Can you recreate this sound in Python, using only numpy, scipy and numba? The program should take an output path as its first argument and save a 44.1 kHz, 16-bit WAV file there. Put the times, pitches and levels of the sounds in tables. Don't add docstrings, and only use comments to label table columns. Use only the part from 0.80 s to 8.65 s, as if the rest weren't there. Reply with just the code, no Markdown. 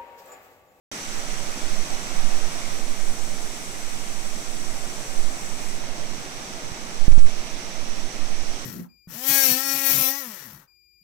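import sys
import numpy as np
from scipy import signal
from scipy.fft import rfft, irfft, next_fast_len
from scipy.io import wavfile
from scipy.ndimage import uniform_filter1d
from numba import njit

SR = 44100
rng = np.random.default_rng(int(sys.argv[2]) if len(sys.argv) > 2 else 0)


def wav_out(sig):
    wavfile.write(sys.argv[1], SR, np.round(np.clip(np.atleast_2d(sig).T, -1, 1) * 32767).astype(np.int16))


N = 346185
TIME = np.arange(N) / SR
FREQ = np.maximum(np.arange(N // 2 + 1) * SR / N, 1)


def undb(db):
    return 10 ** (np.asarray(db) / 20)


def curve(rows):
    hz, value = np.transpose(rows)
    return np.interp(np.log(FREQ), np.log(hz), value)


def eq(x, response):
    return irfft(rfft(x) * response, N)


def lowpass(hz, order=2):
    return 1 / (1 + (FREQ / hz) ** order)


def resonance(hz, width_hz):
    return 1 / (1 + 1j * (FREQ / hz - hz / FREQ) * hz / width_hz)


def unit(x):
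    return x / np.std(x)


def wander(rate_hz):
    hold = int(SR / rate_hz)
    steps = np.repeat(rng.standard_normal(N // hold + 2), hold)
    return unit(uniform_filter1d(steps[rng.integers(hold):][:N], hold))


def hand_bumps():
    # t/s, pressure/full scale, half width/s, pan (0 left, 1 right)
    bumps = [(5.919, 0.098, 0.0013, 0.9), (6.464, 0.12, 0.003, 0), (7.625, 0.05, 0.0042, 1)]
    out = np.zeros((2, N))
    for t, pressure, width, pan in bumps:
        out += np.outer([1 - pan, pan], pressure * np.exp(-((TIME - t) / width) ** 2))
    return out


def breeze(light_air_db=-28, fade_in_s=0.5):
    # peak t/s, half width/s, rms level/dB
    puffs = [(0.46, 0.12, -13.5), (0.97, 0.19, -18), (1.42, 0.19, -17), (2.18, 0.47, -20.5),
             (3.85, 0.54, -32.5), (4.41, 0.087, -21), (5.05, 0.37, -23), (6.22, 0.036, -15),
             (6.6, 0.18, -22), (7.35, 0.64, -24)]
    puffing = sum(undb(db) * np.exp(-((TIME - t) / width) ** 2) for t, width, db in puffs)
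    fade_in = np.minimum(TIME / fade_in_s, 1) ** 2
    eddies = unit(eq(rng.standard_normal(N), resonance(hz=5.53, width_hz=2.4) * lowpass(hz=11)))
    return eddies * (undb(light_air_db) + puffing) * fade_in


def gust():
    # t/s, length/s, pressure before overload/full scale, rise/s, fall/s
    shoves = [(6.2805, 0.0327, -1.03, 0.0013, 0.0048), (6.323, .0565, 1.02, 0.0044, 0.0016),
              (6.385, 0.068, -1.17, 0.010, 0.013)]
    push = np.zeros(N)
    for start, length, pressure, rise, fall in shoves:
        build = 1 - np.exp(-np.maximum(TIME - start, 0) / rise)
        ebb = np.exp(-np.maximum(TIME - start - length, 0) / fall)
        push += pressure * build * ebb
    return eq(push, lowpass(hz=520))


def wind(shelter_db=-34):
    sway = breeze()
    return np.array([undb(shelter_db) * sway, sway + gust()])


def diaphragm_knocks():
    # t/s, pressure/full scale, rise/s
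    knocks = [(6.2808, -0.17, 0.00088), (6.3272, 0.11, 0.0025), (6.3785, 0.13, 0.0013)]
    out = np.zeros((2, N))
    for t, pressure, rise in knocks:
        age = np.maximum(TIME - t, 0) / rise
        out[1] += pressure * age * np.exp(1 - age)
    return out


def buffeting(overload, flutter_db=-27):
    flutter = unit(eq(rng.standard_normal(N), lowpass(hz=70)))
    return undb(flutter_db) * np.sqrt(overload) * flutter


@njit
def ring_bubbles(starts, hz, gains, cycles, glide):
    out = np.zeros(N)
    for k in range(len(starts)):
        length, phase = int(cycles * SR / hz[k]), 0.
        for i in range(min(length, N - starts[k])):
            age = i / length
            phase += 2 * np.pi * hz[k] * (1 + glide * age) / SR
            out[starts[k] + i] += gains[k] * np.exp(-5 * age) * np.sin(phase)
    return out


def bubbles(count=16000, low_hz=300, high_hz=7000, spread_db=0.5):
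    when, pitch, luck = rng.random((count, 3)).T
    starts = (when * N).astype(np.int64)
    hz = low_hz * (high_hz / low_hz) ** pitch
    accent_db = -spread_db * np.log(np.maximum(luck, .01))
    gains = undb(accent_db) * hz
    return unit(ring_bubbles(starts, hz, gains, cycles=16., glide=0.13))


def churn(flicker_hz=14, surge_db=-0.26, surge_hz=4, bands=12):
    edges_hz = np.geomspace(100, SR / 2, bands)
    size = next_fast_len(N)
    noise = rfft(rng.standard_normal(size))
    band_of_bin = np.searchsorted(edges_hz[:-1], np.arange(len(noise)) * SR / size)
    flicker_db = np.linspace(1, .25, bands)
    clouds = np.zeros(N)
    for k in range(bands):
        cloud = irfft(noise * (band_of_bin == k), size)[:N]
        clouds += cloud * undb(flicker_db[k] * wander(flicker_hz))
    return unit(clouds * undb(surge_db * wander(surge_hz)))


def white_water(bubble_db=-11):
    return rfft(churn() + undb(bubble_db) * bubbles()) * np.sqrt(SR / 2)


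def mic_port(hz, width_hz, lift_db):
    return abs(1 + (undb(lift_db) - 1) * resonance(hz, width_hz))


def swell_roar(water):
    # centre t/s, half width/s, level/dB
    swells = [(0.12, 0.24, -1.5), (1.15, 0.91, 2), (3.1, 0.7, -1.0), (4.25, 0.51, 0.9)]
    ride_db = sum(db * np.exp(-((TIME - t) / width) ** 2) for t, width, db in swells)
    roar = eq(water, lowpass(hz=1100, order=4))
    return water + roar * (undb(ride_db - ride_db.mean()) - 1)


def step_hiss(water, ramp_s=0.12, order=14):
    # t/s, low f/Hz, high f/Hz, left change/dB, right change/dB
    steps = [(1.97, 1000, 6900, -2.5, -2.5), (4.97, 6600, 20000, -5, -4.2), (6.47, 2050, 6900, -0.5, 2)]
    for t, low_hz, high_hz, *change_db in steps:
        highpass = 1 / (1 + (low_hz / FREQ) ** order)
        band = eq(water, highpass * lowpass(high_hz, order))
        ramp = np.clip((TIME - t) / ramp_s + .5, 0, 1)
        water = water + band * (undb(np.outer(change_db, ramp - ramp.mean())) - 1)
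    return water


def river(lag_s=0.000475, spacing_s=0.00037):
    # f/Hz, level/dB per Hz
    left_tone = [(55, -86), (200, -68), (420, -73.5), (620, -70), (1000, -77), (1200, -73.5), (1600, -78.5),
                 (5000, -81.5), (9800, -85), (11800, -84.5), (12800, -106), (14200, -91.5), (16000, -99)]
    right_tone = [(90, -70), (200, -66.5), (350, -69), (520, -74.5), (770, -70.5), (1000, -74.5),
                  (1270, -73.5), (1650, -76), (2200, -73.5), (4000, -80), (7000, -85.5), (10300, -96.5),
                  (13300, -97.5), (14300, -92.5), (16000, -99)]
    # f/Hz, width/Hz, lift/dB
    left_port = (7835, 970, 10.73)
    right_port = (5910, 573, 14.64)
    # f/Hz, share of power (0-1)
    direct_share = [(100, 0.38), (250, 0.54), (460, 0.51), (620, 0), (950, 0.22), (1400, 0.37),
                    (2400, 0.58), (4000, 0.07), (5500, 0.15), (9000, 0)]
    direct = curve(direct_share)
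    coherence = np.sinc(2 * FREQ * spacing_s)
    rapids = np.sqrt(direct) * white_water()
    late_rapids = rapids * np.exp(-2j * np.pi * FREQ * lag_s)
    mid = np.sqrt((1 - direct) * (1 + coherence) / 2) * white_water()
    side = np.sqrt((1 - direct) * (1 - coherence) / 2) * white_water()
    left = (mid + side + rapids) * undb(curve(left_tone)) * mic_port(*left_port)
    right = (mid - side + late_rapids) * undb(curve(right_tone)) * mic_port(*right_port)
    return irfft(np.array([left, right]), N)


def scene():
    return step_hiss(swell_roar(river())) + wind() + hand_bumps()


def record(dry, ceiling=0.79, hardness=4.8, start_s=0.115, top_hz=15650):
    gain = (1 + abs(dry / ceiling) ** hardness) ** (-1 / hardness)
    pressed = dry * gain + buffeting(1 - gain) + diaphragm_knocks()
    high_cut = signal.ellip(10, .1, 80, top_hz, fs=SR, output="sos")
    return signal.sosfilt(high_cut, pressed * (TIME >= start_s))


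dry = scene()
out = record(dry)
wav_out(out)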